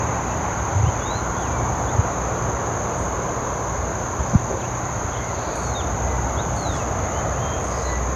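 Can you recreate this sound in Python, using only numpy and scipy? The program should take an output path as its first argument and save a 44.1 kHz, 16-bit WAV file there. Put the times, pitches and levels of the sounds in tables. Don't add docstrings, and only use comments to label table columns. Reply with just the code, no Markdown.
import sys
import numpy as np
from scipy import signal
from scipy.fft import rfft, irfft, next_fast_len
from scipy.io import wavfile
from scipy.ndimage import uniform_filter1d, map_coordinates

SR = 44100
rng = np.random.default_rng(int(sys.argv[2]) if len(sys.argv) > 2 else 0)


def int16_out(signal):
    q = np.round(np.clip(np.atleast_2d(signal).T, -1, 1) * 32767)
    wavfile.write(sys.argv[1], SR, q.astype(np.int16))


N = 359415

# time in seconds, then rumble, roar and tyre hiss in dB.
TRAFFIC_LEVELS = [(0, -29, -25.5, -36.0), (1.0, -30.5, -27.5, -37.5), (1.6, -28.0, -26.0, -38.5),
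                  (2.2, -29, -26.5, -38.0), (3.2, -30, -26.0, -40), (3.8, -31.5, -27.5, -40),
                  (4.7, -31.0, -29, -39.5), (5.4, -31.5, -28, -39.5), (6.2, -28.0, -27.0, -40),
                  (7.2, -27.5, -27, -38.0), (8.15, -31.5, -28.5, -39.5)]
# frequency in Hz, relative level in dB.
AIR_SPECTRUM = [(1500, -20), (2800, 5.5), (3700, 13.5), (4800, 10), (5600, 8.5), (7900, -26), (8900, 4.5),
                (9700, -2), (10400, -10), (11000, -3.5), (13700, 0), (14700, -7), (15100, -15)]
RUMBLE_SPECTRUM = [(20, -46), (28, -20), (41, -8), (58, -1), (80, 2.5), (110, 0.5), (145, -4), (204, -8),
                   (330, -15.5), (500, -55.5)]
ROAR_SPECTRUM = [(120, -34), (230, -7), (320, -2.5), (520, -2), (750, -1), (1050, -2), (1400, -10),
                 (1800, -20), (2600, -33.5), (5000, -68)]
TYRE_SPECTRUM = [(700, -27), (1400, 5), (1750, -1), (2100, -1.5), (2700, -10), (3300, -14), (5000, -27.5),
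                 (8000, -60)]
# time in seconds, that spacing in Hz, strength of the late copy (1 is as loud as the first).
ROAR_ECHO = [(0, 920, .15), (1.6, 1040, 0.1), (2.2, 604, 0.059), (3.1, 540, 0.26), (4.7, 533, 0.012),
             (6.2, 736, .17), (8.15, 546, 0.27)]
# multiple of the firing rate, relative level in dB.
ENGINE_OVERTONES = [(2, 0.5), (3, -9), (4, -16)]
# middle in seconds, half length in seconds, level in dB.
ENGINE_PULLS = [(2.25, .15, -38), (3.9, .3, -44), (6.15, .5, -33.5), (8.1, 0.38, -27.5)]
# frequency in Hz, seconds to fade by 60 dB.
ECHO_TIMES = [(200, .6), (3000, .55), (10000, 0.25)]
# middle and length in seconds, pitch and its spread in Hz,
# level in dB.
FAR_BIRD_CALLS = [(5.162, .085, 3250, 170, -45), (5.245, .26, 2073, 70, -43.5),
                  (5.47, 0.43, 4280, 400, -49), (6.12, .17, 2000, 44.7, -43), (7.767, .18, 4920, 400, -47),
                  (7.88, 0.08, 4120, 169.3, -42.5), (7.93, .14, 1994, 22.1, -37.5)]
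# loudest moment and fade time in seconds, centre in Hz, width in octaves, level in dB.
RUSTLE_STROKES = [(1.42, .1, 5000, .62, -55), (3.0, .11, 8600, .14, -55.5), (4.3, .1, 5100, .15, -51),
                  (4.52, 0.09, 438, 0.5, -24), (5.572, .1, 9100, .27, -51), (5.645, 0.12, 6800, .3, -49),
                  (6.58, 0.17, 8600, 0.2, -53.5), (6.76, .17, 5500, 0.39, -45), (7.67, .2, 8100, 0.24, -53),
                  (7.82, .2, 6000, .36, -49)]
# middle in seconds, peak level in dB, middle pitch in Hz, half length in seconds.
HAND_BUMPS = [(0.778, -14.5, 90, 0.016), (0.804, -13.5, 101.6, .01), (0.843, -10.5, 99.8, .008),
              (0.873, -12.5, 135, 0.0062), (0.889, -12.5, 88, .0073), (1.996, -8.5, 98.4, 0.0066),
              (4.212, -18.5, 68, .018), (4.341, -14, 169.4, .0035), (4.358, -3, 126, 0.0066)]
# start and length in seconds; first, turning and last pitch in Hz;
# where the note turns and where it is loudest (0 is its start, 1 its end); level in dB.
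SONG_NOTES = [ (.29, .07, 2720, 2600, 2740, .55, .55, -45),
              (0.823, .085, 2250, 3110, 3100, 0.67, .65, -44.5),
              (1.008, .195, 3320, 4070, 4190, .7, 0.66, -39), (1.34, 0.15, 3150, 3600, 2300, .42, 0.8, -48),
              (1.485, .24, 2370, 2320, 2200, 0.3, .35, -47), (1.878, 0.036, 3290, 3520, 3980, .5, .45, -45),
              (4.598, .068, 4300, 2410, 3000, .52, .65, -45.5),
              (5.501, 0.26, 4780, 4280, 3900, 0.8, .8, -49),
              (5.747, 0.092, 3720, 3630, 2040, .54, .15, -37.5),
              (6.369, 0.048, 3270, 3450, 4080, .38, .6, -41),
              (6.565, .215, 4520, 4180, 3230, .35, .5, -40.5),
              (6.775, .062, 3080, 2630, 2520, .5, .55, -46),
              (7.125, 0.087, 2800, 3080, 3070, 0.5, 0.7, -43),
              (7.338, .27, 2460, 3166, 3220, .22, 0.6, -45), ]
# frequency in Hz, relative level in dB.
CICADA_SPECTRUM = [(4800, -65), (5650, -25), (5950, -10), (6150, -3.5), (6400, -1), (6520, 0.5),
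                   (6670, -0.5), (6780, -3), (6920, -5.5), (7030, -5), (7150, -17), (7350, -24.5),
                   (7550, -25), (7900, -78)]
# throbs a second, clicks a second, relative level in dB.
NEAR_CICADAS = [(28.8, 190, -7.5), (40.1, 251, -17)]


def amp(db):
    return 10 ** (np.asarray(db) / 20)


def unit(x):
    return x / np.sqrt(np.mean(x ** 2) + 1e-20)


def clock():
    return np.arange(N) / SR


def along(points, hz):
    freqs, values = np.transpose(points)
    return np.interp(np.log(hz + 1), np.log(freqs + 1), values)


def curves(rows):
    times, *columns = np.transpose(rows)
    return [np.interp(clock(), times, column) for column in columns]


def wobble(rate):
    return map_coordinates(rng.standard_normal(int(N * rate / SR) + 4), [clock() * rate])


def phase(hz):
    return 2 * np.pi * (np.cumsum(hz) / SR + rng.random())


def filtered(x, response):
    size = next_fast_len(N + SR // 2)
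    return irfft(rfft(x, size) * response(np.fft.rfftfreq(size, 1 / SR)), size)[:N]


def coloured(x, spectrum):
    return unit(filtered(x, lambda hz: amp(along(spectrum, hz))))


def rush(spectrum, patchy_db):
    bands = signal.stft(rng.standard_normal(N), nperseg=1024)[2]
    patches = uniform_filter1d(rng.standard_normal(bands.shape), size=5, axis=0)
    patches = uniform_filter1d(patches, size=20, axis=1)
    noise = signal.istft(bands * amp(patchy_db * unit(patches)), nperseg=1024)[1][:N]
    return coloured(noise, spectrum)


def air(level_db=-52.0):
    return amp(level_db) * coloured(rng.standard_normal(N), AIR_SPECTRUM)


def traffic(sway_db=0.45):
    rumble_db, roar_db, tyres_db = curves(TRAFFIC_LEVELS)
    spacing_hz, echo_gain = curves(ROAR_ECHO)
    direct = rush(ROAR_SPECTRUM, patchy_db=0.32)
    late = np.interp(clock() - 1 / spacing_hz, clock(), direct)
    roar = amp(roar_db) * unit(direct + echo_gain * late)
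    rumble = amp(rumble_db + sway_db * wobble(5)) * rush(RUMBLE_SPECTRUM, patchy_db=0.2)
    tyres = amp(tyres_db) * rush(TYRE_SPECTRUM, patchy_db=1.5)
    return rumble + roar + tyres


def engine(idle_hz=59.5, rev_hz=62.8, rev_at_s=5.55, rev_takes_s=0.303, sway_db=2):
    rev = np.clip((clock() - rev_at_s) / rev_takes_s, 0, 1)
    firing_hz = idle_hz + rev * (rev_hz - idle_hz)
    angle = phase(firing_hz * (1 + 0.00467 * wobble(4)))
    pulls = sum(amp(db) * np.exp(-((clock() - middle) / half) ** 2) for middle, half, db in ENGINE_PULLS)
    overtones_db = -36 - 4 * rev
    tones = [(1, amp(-39.5) + pulls)]
    tones += [(multiple, amp(overtones_db + db)) for multiple, db in ENGINE_OVERTONES]
    drone = np.zeros(N)
    for multiple, gain in tones:
        drone += gain * amp(sway_db * wobble(5)) * np.sin(multiple * angle + 0.73 * wobble(7))
    return np.sqrt(2) * drone


def tree_echo(sound):
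    hz, t, bands = signal.stft(rng.standard_normal(SR), SR, nperseg=256)
    fade = amp(-60 * t / along(ECHO_TIMES, hz)[:, None])
    tail = signal.istft(bands * fade, SR, nperseg=256)[1]
    return signal.fftconvolve(sound, tail / np.linalg.norm(tail))[:N]


def far_birds():
    calls = np.zeros(N)
    for middle, length, hz, spread_hz, db in FAR_BIRD_CALLS:
        swell = np.exp(-(2 * (clock() - middle) / length) ** 2)
        blurred_hz = hz + spread_hz * wobble(2 * spread_hz)
        calls += amp(db) * swell * np.sqrt(2) * np.sin(phase(blurred_hz))
    return calls


def rustles(grain_db=3.5, rise_share=0.3):
    strokes = np.zeros(N)
    grain = unit(amp(grain_db * wobble(400)))
    for loudest, fade, centre_hz, octaves, db in RUSTLE_STROKES:
        age = (clock() - loudest) / fade
        swell = np.exp(-(np.minimum(age, 0) / rise_share) ** 2 - 2 * np.maximum(age, 0))
        noise = rng.standard_normal(N)
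        band = filtered(noise, lambda hz: np.exp(-0.5 * (np.log2((hz + 1) / centre_hz) / octaves) ** 2))
        strokes += amp(db) * swell * unit(band)
    return strokes * grain


def bumps():
    thuds = np.zeros(N)
    for middle, db, hz, half in HAND_BUMPS:
        bend_octaves = 2.1 * amp(db) ** 2
        age = np.clip((clock() - middle) / half, -4, 4)
        swell = np.exp(-age ** 2 / 2) * (1 - (age / 4) ** 2) ** 2
        sinking_hz = hz * 2 ** (-bend_octaves * np.tanh(age))
        thuds += amp(db) * swell * np.sin(phase(sinking_hz))
    return thuds


def songbirds(warble_hz=24.1, flutter_db=1.4, slur_share=0.204, ends_db=-10, edge_s=0.005):
    song = np.zeros(N)
    quaver = 0.0057 * wobble(110)
    warble = 0.012 * np.sin(phase(warble_hz * (1 + 0.151 * wobble(10))))
    flutter = amp(flutter_db * wobble(70))
    for start, length, first_hz, turn_hz, last_hz, turn_at, loudest_at, db in SONG_NOTES:
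        progress = (clock() - start) / length
        slide = np.interp(progress, [0, turn_at, 1], [first_hz, turn_hz, last_hz])
        hz = uniform_filter1d(slide, size=round(slur_share * length * SR))
        shake = (quaver + warble) * np.minimum(hz / 4000, 1) ** 5
        angle = phase(hz * (1 + shake))
        whistle = np.sqrt(2) * (np.sin(angle) + amp(-32) * np.sin(3 * angle))
        swell_db = ends_db * np.interp(progress, [0, loudest_at, 1], [1, 0, 1]) ** 2
        on_off = np.clip(np.minimum(progress, 1 - progress) * length / edge_s + 1, 0, 1)
        song += on_off * amp(db + swell_db) * whistle
    return song * flutter


def cicadas(level_db=-35.5):
    chorus = amp(-1) * rng.standard_normal(N)
    for throb_hz, click_hz, db in NEAR_CICADAS:
        throb = 1 + np.sin(phase(throb_hz * (1 + 0.015 * wobble(3.1))))
        clicks = np.exp(0.74 * np.cos(phase(click_hz * (1 + 0.012 * wobble(5.5)))))
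        chorus += amp(db) * unit(throb * clicks * rng.standard_normal(N))
    return amp(level_db) * coloured(chorus, CICADA_SPECTRUM)


def scene(echo_db=-10.5):
    birds = songbirds() + far_birds()
    steady = air() + traffic() + engine() + cicadas()
    return (steady + birds + amp(echo_db) * tree_echo(birds) + rustles() + bumps())[None]


def record(dry, top_hz=15100):
    return filtered(dry[0], lambda hz: hz < top_hz)[None]


dry = scene()
out = record(dry)
int16_out(out)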